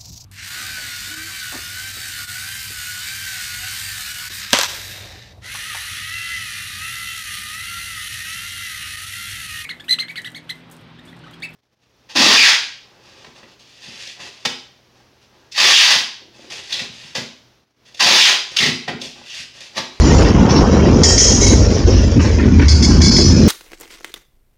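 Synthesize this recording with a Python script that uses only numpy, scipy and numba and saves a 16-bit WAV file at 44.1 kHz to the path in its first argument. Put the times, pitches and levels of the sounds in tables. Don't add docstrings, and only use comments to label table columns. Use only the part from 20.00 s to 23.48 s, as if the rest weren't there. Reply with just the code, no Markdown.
import sys
import numpy as np
from scipy import signal
from scipy.fft import rfft, irfft
from scipy.io import wavfile
from scipy.ndimage import uniform_filter1d, minimum_filter1d
from numba import njit

SR = 44100
rng = np.random.default_rng(int(sys.argv[2]) if len(sys.argv) > 2 else 0)


def inscribe(sig):
    pcm = np.round(np.clip(np.atleast_2d(sig).T, -1, 1) * 32767)
    wavfile.write(sys.argv[1], SR, pcm.astype(np.int16))


N = 153468
TIME = np.arange(N) / SR

# (time [s], level [dB]); rumble is lifted by a further 4 dB
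RUMBLE = [(0.0, -13.5), (0.45, -17), (0.51, -26), (0.63, -11.5), (0.71, -24), (0.77, -23), (1.16, -15),
          (1.18, -21.5), (1.57, -9), (1.77, -23), (1.86, -10), (2.1, -15), (2.2, -18), (3.01, -17),
          (3.38, -17), (3.48, -22)]
BODY = [(0.0, -13.5), (0.06, -9.5), (1.04, -10), (1.06, -14), (1.34, -15.5), (2.1, -16), (2.14, -24),
        (2.18, -5.5), (2.23, -21.5), (2.6, -9.5), (2.68, -20), (3.08, -5.5), (3.12, -13.5), (3.48, -3.5)]
GROWL = [(0.0, -22.5), (0.21, -14), (0.32, -20), (0.59, -14), (1.32, -19.5), (1.37, -27), (1.45, -16.5),
         (1.85, -21.5), (1.88, -18), (2.01, -23.5), (2.49, -24.5), (2.5, -34), (2.64, -36), (2.67, -32),
         (3.36, -24.5), (3.48, -14.5)]
ROAR = [(0, -26.5), (.2, -21), (.37, -23), (.5, -20), (.72, -20), (.9, -26), (1.03, -22.5), (1.22, -33.5),
        (1.5, -27.5), (1.65, -35), (1.76, -31.5), (1.9, -32.5), (2.1, -34.5), (2.5, -36.5), (2.77, -35),
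        (2.93, -28), (3.1, -30), (3.48, -34.5)]
CLATTER = [(0, -28), (.6, -28.5), (.95, -31), (1.5, -34), (1.8, -33), (1.98, -33.5), (2.1, -35.5),
           (2.42, -34), (2.52, -34.5), (2.76, -35), (2.9, -33), (3.48, -31.5)]
HISS = [(0, -23.5), (.2, -24), (.36, -30.5), (.6, -29.5), (.92, -31.5), (1.3, -23), (1.57, -24),
        (1.67, -28), (1.82, -29), (1.95, -29), (2.1, -33.5), (2.26, -28.5), (2.5, -36), (2.65, -32),
        (3.48, -25)]
RANGE_EDGES_HZ = [20, 110, 380, 680, 1400, 3600, 11000]
# (frequency [Hz], density [dB per Hz])
LOW_COLOUR = [(20, -39), (31, -7), (40, -33), (50, 6), (63, -5.5), (78, -2.5), (100, -2.5), (140, -4),
              (230, -3), (320, -8.5), (480, -16), (750, -26)]
ROAR_COLOUR = [(600, 2), (750, -2), (950, 0), (1120, -3.5), (1260, -8), (1500, -7)]
HIGH_COLOUR = [(1400, 7), (2000, 3.5), (2700, 2), (3200, 0.5), (3650, -5), (4000, -3), (4300, -5),
               (5000, 1.5), (5700, 3), (6500, -3.5), (7200, -9.5), (7900, -33), (9000, -22), (9800, -38)]
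# (time [s], frequency [Hz], level [dB])
BOOM = [(0, 76.3, -10), (.3, 74.1, -26), (.65, 79.76, -15.5), (.97, 80.6, -17), (1.2, 83, -22.5),
        (1.9, 79.36, -21), (2.3, 74.33, -11), (2.62, 78.66, -9), (2.8, 70.6, -7.5), (2.96, 78.6, -10.5),
        (3.08, 79.3, -23.5), (3.48, 80.4, -10.5)]
WHEELS = { "bright": [(1860, -12, .7), (3200, -17, .9), (3970, -18, .7), (4702, -7, .45), (4786, -6, .5),
          (5184, -5, .35), (5321, -14, .35), (5429, 1, .45), (5644, -8, .35), (6027, -3, .6),
          (6573, -9, .55), (6770, -6, .4), (7675, -22, .5), (8330, -28, .6)], "shrill": [(1954, -18, .4),
          (3225, -16, .8), (3950, -20, .7), (4519, -11, .4), (4791, -16, .5), (5198, -9, .45),
          (5273, 1, .55), (5424, -7, .45), (5895, -1, 1.1), (6032, -8, .6), (6412, -6, .75), (6603, -2, .7),
          (6681, -8, .6), (9400, -27, .8)], "mellow": [(1577, -16, .35), (2223, -14, .35), (3460, -13, .3),
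          (4153, -6, .35), (4239, -11, .4), (4412, -12, .7), (4580, -9, .45), (4685, -2, .6),
          (5015, -4, .35), (5250, 0, .8), (5920, -6, .9), (6420, -16, .4), (6745, -8, .4), (8390, -31, .7),
          (9275, -28, .5)]}
# (time [s], ring level [dB], crack level [dB], rasp level [dB], rubbing length [s],
# detuning [Hz], most excited frequency [Hz], kind of wheel)
STRIKES = [(1.035, -3.5, -9, -9.5, 0.018, 2.5, 5300, "bright"),
           (1.18, -8, -11.5, -11, 0.055, 5, 6370, "shrill"),
           (2.684, -16, -16.5, -25, 0.017, -23.5, 4650, "mellow"),
           (2.826, -16.5, -18, -26.5, .025, -5.5, 5450, "mellow"),
           (3.017, -10.5, -15.5, -22.5, 0.074, 6, 5240, "mellow"),
           (3.166, -12.5, -10, -23.5, 0.035, -24.5, 4690, "mellow")]
# (time [s], level [dB])
HOPS = [(2.718, -17.5), (2.848, -11.5), (3.048, -6), (3.083, -12), (3.19, -19), (3.31, -17)]
# (frequency [Hz], density [dB per Hz])
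CRACK_COLOUR = [(500, -29), (1200, -43), (2100, 10), (2800, -22), (3400, 9), (3800, -6), (4800, 11),
                (6700, 6), (7900, -18), (9400, -11), (10000, -49)]
RASP_COLOUR = [(1500, -13.5), (2700, -11.5), (3350, -13.5), (3700, -19), (4500, -13.5), (5400, -5.5),
               (6700, -2), (7100, -3.5), (7650, -6.5), (8050, -40.5), (8500, -12.5), (9450, -22.5),
               (9900, -31.5)]
SCUFF_COLOUR = [(3500, -7), (4600, -4.5), (5600, 6), (6200, -2), (7200, -36)]
# (time [s], length [s], level [dB])
SCRAPES = [(1.399, 0.084, -14.5), (2.207, 0.015, -30.5)]
SCUFFS = [(0.486, 0.027, -17.5), (0.544, 0.045, -22.5), (1.712, 0.083, -29), (1.902, 0.09, -26)]
# (time [s], length [s], frequency [Hz], waver width [Hz], level [dB])
SQUEALS = [(0, .2, 7050, 25, -36), (0, .22, 9020, 25, -50), (1.415, .07, 2205, 70, -25),
           (1.415, .08, 3965, 120, -25), (1.45, .07, 4480, 70, -28), (1.41, .1, 6450, 130, -22),
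           (1.42, .09, 6720, 150, -24), (1.92, .1, 2760, 450, -37), (2.16, .08, 2570, 350, -36),
           (3.1, .2, 5925, 20, -22), (3.34, .04, 2450, 90, -32)]
# (time [s], thud level [dB], clank level [dB], decay constant [s])
KNOCKS = [(0.064, -18, -26, 0.013), (0.203, -6.5, -27.5, 0.0083), (0.252, -16, -20.5, 0.019),
          (.303, -15.5, -31, 0.0091), (.669, -15, -35, 0.015), (.857, -7, -30, 0.0099),
          (1.16, -13, -42, 0.0094), (1.455, -8.5, -31, 0.0097), (1.523, -7, -26, 0.0079),
          (1.61, -14.5, -35, 0.013), (1.703, -14, -33.5, 0.011), (1.875, -12, -50, 0.066),
          (2.191, -27, -26.5, 0.047), (2.245, -14, -27, 0.046), (2.385, -18, -26.5, 0.05),
          (2.428, -22, -33.5, 0.048), (2.456, -17, -45, 0.0058), (2.595, -15.5, -20, 0.0097),
          (2.617, -21, -22.5, 0.032), (2.925, -24, -38, 0.013), (3.004, -23, -28.5, 0.018),
          (3.182, -4, -26, 0.015)]
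# (frequency [Hz], density [dB per Hz])
THUD_COLOUR = [(60, -21), (140, -1), (240, 10.5), (400, 5), (700, -12), (1400, -55)]
CLANK_COLOUR = [(500, -32), (900, 5), (1250, -2.5), (1650, 6), (2200, 2.5), (3200, -9.5), (4500, -10),
                (7500, -40.5)]
# (time [s], half width [s], level [dB])
DIPS = [(0.335, 0.015, -5.5), (.652, 0.019, -2), (1.68, 0.02, -2.5)]

FAVOUR_DB, FAVOUR_WIDTH_HZ = 3.5, 640
RING_ROUGH, RING_WIDTH_HZ, RING_SWELL_DB, RING_SWELL_RATE_HZ = .4, 35, 2.5, 7
RING_ATTACK_S, CRACK_RELEASE_S, RASP_RELEASE_S = 0.00084, .012, 0.098
RASP_WIDTH_HZ, RASP_BETWEEN_DB = 110, -10
DOPPLER_FALL_PER_S = .04
PATCH_SCALE_HZ, PATCH_DB, PATCH_RATE_HZ = 75, 4.5, 10.2
MIC_TOP_HZ, TOP_HZ, DRIVE_DB = 9600, 16000, -0.5
LIMIT, LIMIT_RELEASE_S = .982, 0.018


def rolling():
    edge = RANGE_EDGES_HZ
    jolt = walk(25)

    rumble = colour(rng.standard_normal(N), LOW_COLOUR, edge[0:2])
    rumble = rumble * undb(curve(RUMBLE) + 4.0)

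    body = colour(grit(250, spread_db=-2.0, smooth=1.0), LOW_COLOUR, edge[1:3])
    body = body * undb(curve(BODY) + 1.36 * walk(5.7))

    growl = colour(grit(300, spread_db=1.5, smooth=.9), LOW_COLOUR, edge[2:4])
    growl = growl * undb(curve(GROWL) + 1.3 * jolt)

    roar = colour(grit(500, spread_db=1.5, smooth=.9), ROAR_COLOUR, edge[3:5])
    roar = shimmer(roar, depth=.55) * undb(curve(ROAR) + .8 * jolt)

    clatter = colour(grit(700, spread_db=1.6, smooth=.9), HIGH_COLOUR, edge[4:6])
    clatter = shimmer(clatter) * undb(curve(CLATTER) + .9 * jolt)

    hiss = colour(grit(1500, spread_db=1.8, smooth=.9), HIGH_COLOUR, edge[5:7])
    hiss = shimmer(hiss) * undb(curve(HISS) + .8 * jolt)
    return rumble + body + growl + roar + clatter + hiss


def boom():
    frequency = curve(BOOM) + 3 * walk(7.4)
    phase = 2 * np.pi * np.cumsum(frequency) / SR
    level = undb(curve(BOOM, axis=2) + 4.2 * walk(7.4))
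    return np.sqrt(2) * np.sin(phase) * level


def wheels():
    out = np.zeros(N)
    crack = colour(rng.standard_normal(N), CRACK_COLOUR)
    rub = colour(rng.standard_normal(N), RASP_COLOUR)
    rasp = {kind: through_wheel(rub, np.array(modes)) for kind, modes in WHEELS.items()}
    for start, ring_db, crack_db, rasp_db, length, detune_hz, favoured_hz, kind in STRIKES:
        first = int(start * SR)
        age = TIME[:min(SR, N - first)]
        ring = wheel_ring(np.array(WHEELS[kind]), age, length, detune_hz, favoured_hz)
        out[first:first + len(age)] += undb(ring_db) * ring
        out += undb(crack_db) * crack * envelope(start - .002, 0.00086, 0.009, CRACK_RELEASE_S)
        out += undb(rasp_db) * rasp[kind] * envelope(start, 0.0067, length, RASP_RELEASE_S)
    landing = through_wheel(crack, np.array(WHEELS["mellow"]))
    for start, db in HOPS:
        out += undb(db) * landing * envelope(start - .002, .002, 0.0035, 0.01)
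    return out


def wheel_ring(modes, age, length, detune_hz, favoured_hz):
    ring = np.zeros(len(age))
    favour_db = FAVOUR_DB * np.exp(-((modes[:, 0] - favoured_hz) / FAVOUR_WIDTH_HZ) ** 2)
    sizes = undb(modes[:, 1] + favour_db)
    sizes = sizes / np.linalg.norm(sizes)
    attack = np.minimum(age / RING_ATTACK_S, 1)
    for (hz, _, t60), size in zip(modes, sizes):
        sway = (1 + RING_ROUGH * waver(RING_WIDTH_HZ)[:len(age)]) / np.hypot(1, RING_ROUGH)
        sway = sway * undb(RING_SWELL_DB * walk(RING_SWELL_RATE_HZ)[:len(age)])
        cycles = receding(hz + detune_hz, age) + rng.random()
        decay = np.log(1000) * np.maximum(age - length, 0) / t60
        partial = np.imag(sway * np.exp(2j * np.pi * cycles - decay))
        ring += np.sqrt(2) * size * partial * attack
    return ring


def through_wheel(x, modes):
    hz = np.arange(N // 2 + 1) * SR / N
    gap = np.min(np.abs(hz - modes[:, :1]), axis=0)
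    gain = undb(RASP_BETWEEN_DB) + 1 / (1 + (2 * gap / RASP_WIDTH_HZ) ** 2)
    return unit(irfft(rfft(x) * gain, N))


def receding(hz, age):
    return hz * (age - DOPPLER_FALL_PER_S * age ** 2 / 2)


def flanges():
    rasp = shimmer(colour(rng.standard_normal(N), RASP_COLOUR))
    scuff = shimmer(colour(rng.standard_normal(N), SCUFF_COLOUR))
    rasp = through_wheel(rasp, np.array(WHEELS["shrill"]))
    out = np.zeros(N)
    for start, length, db in SCRAPES:
        out += undb(db) * rasp * envelope(start, 0.012, length, 0.075)
    for start, length, db in SCUFFS:
        out += undb(db) * scuff * envelope(start, 0.024, length, 0.026)
    for start, length, hz, width_hz, db in SQUEALS:
        carrier = np.exp(2j * np.pi * receding(hz, TIME - start))
        tone = np.sqrt(2) * np.real(waver(width_hz) * carrier)
        out += undb(db) * tone * envelope(start, 0.004, length, 0.042)
    return out


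def knocks():
    thud = colour(rng.standard_normal(N), THUD_COLOUR)
    clank = shimmer(colour(rng.standard_normal(N), CLANK_COLOUR))
    out = np.zeros(N)
    for start, thud_db, clank_db, decay in KNOCKS:
        bump = undb(thud_db) * thud + undb(clank_db) * clank
        out += bump * envelope(start, 0.00071, 0.014, decay)
    return out


def dips():
    return undb(sum(db * np.exp(-((TIME - middle) / width) ** 2) for middle, width, db in DIPS))


def shimmer(x, depth=1):
    hz, times, spectrum = signal.stft(x, SR, nperseg=1024)
    field = rng.standard_normal(spectrum.shape)
    across = np.fft.fftfreq(len(hz), hz[1])[:, None]
    along = np.fft.fftfreq(len(times), times[1])
    blur = np.exp(-.5 * ((2 * across * PATCH_SCALE_HZ) ** 2 + (along / PATCH_RATE_HZ) ** 2))
    field = unit(np.fft.ifft2(np.fft.fft2(field) * blur).real)
    shimmering = signal.istft(spectrum * undb(depth * PATCH_DB * field), SR)[1]
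    return unit(shimmering[:N])


def grit(rate, spread_db, smooth):
    happens = rng.random(N) < rate / SR
    strength = rng.standard_normal(N)
    size = undb(spread_db * np.minimum(rng.exponential(size=N), 4))
    return unit(happens * strength * size) + smooth * rng.standard_normal(N)


def colour(x, points, band=(1, SR)):
    hz = np.arange(1, N // 2 + 2) * SR / N
    p = np.array(points, float)
    gain = undb(np.interp(np.log(hz), np.log(p[:, 0]), p[:, 1]))
    gain = gain / np.sqrt((1 + (band[0] / hz) ** 16) * (1 + (hz / band[1]) ** 16))
    return unit(irfft(rfft(x) * gain, N))


def waver(width_hz):
    rate = 2000
    knots = np.arange(0, N / SR + .01, 1 / rate)
    pole = np.exp(-np.pi * width_hz / rate)
    chance = rng.standard_normal(len(knots)) + 1j * rng.standard_normal(len(knots))
    sway = signal.lfilter([1], [1, -2 * pole, pole ** 2], chance)
    return np.interp(TIME, knots, unit(sway))


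def walk(rate_hz):
    rate = 400
    knots = np.arange(0, N / SR + .01, 1 / rate)
    hz = np.fft.rfftfreq(len(knots), 1 / rate)
    spectrum = rfft(rng.standard_normal(len(knots))) * np.exp(-.5 * (hz / rate_hz) ** 2)
    return np.interp(TIME, knots, unit(irfft(spectrum, len(knots))))


def envelope(start, attack, hold, release):
    age = TIME - start
    return np.clip(age / attack, 0, 1) * np.exp(-np.maximum(age - hold, 0) / release)


def curve(rows, axis=1):
    rows = np.array(rows, float)
    return np.interp(TIME, rows[:, 0], rows[:, axis])


def undb(db):
    return 10 ** (np.asarray(db) / 20)


def unit(x):
    return x / np.sqrt(np.mean(np.abs(x) ** 2))


def scene():
    train = rolling() + boom() + wheels() + flanges() + knocks()
    return (dips() * train)[None]


@njit
def follow(peak, fall):
    out, held = np.empty(len(peak)), 0.
    for i in range(len(peak)):
        held = max(peak[i], held * fall)
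        out[i] = held
    return out


def record(dry):
    microphone = signal.ellip(8, .2, 70, MIC_TOP_HZ, fs=SR, output="sos")
    x = signal.sosfilt(microphone, dry[0]) * undb(DRIVE_DB)
    peaks = follow(np.abs(x), np.exp(-1 / (LIMIT_RELEASE_S * SR)))
    gain = LIMIT / np.maximum(peaks, LIMIT)
    gain = uniform_filter1d(minimum_filter1d(gain, size=91), size=129)
    clipped = np.clip(x * gain, -1, 1)
    top = signal.ellip(8, .2, 70, TOP_HZ, fs=SR, output="sos")
    return signal.sosfilt(top, clipped)[None]


dry = scene()
out = record(dry)
inscribe(out)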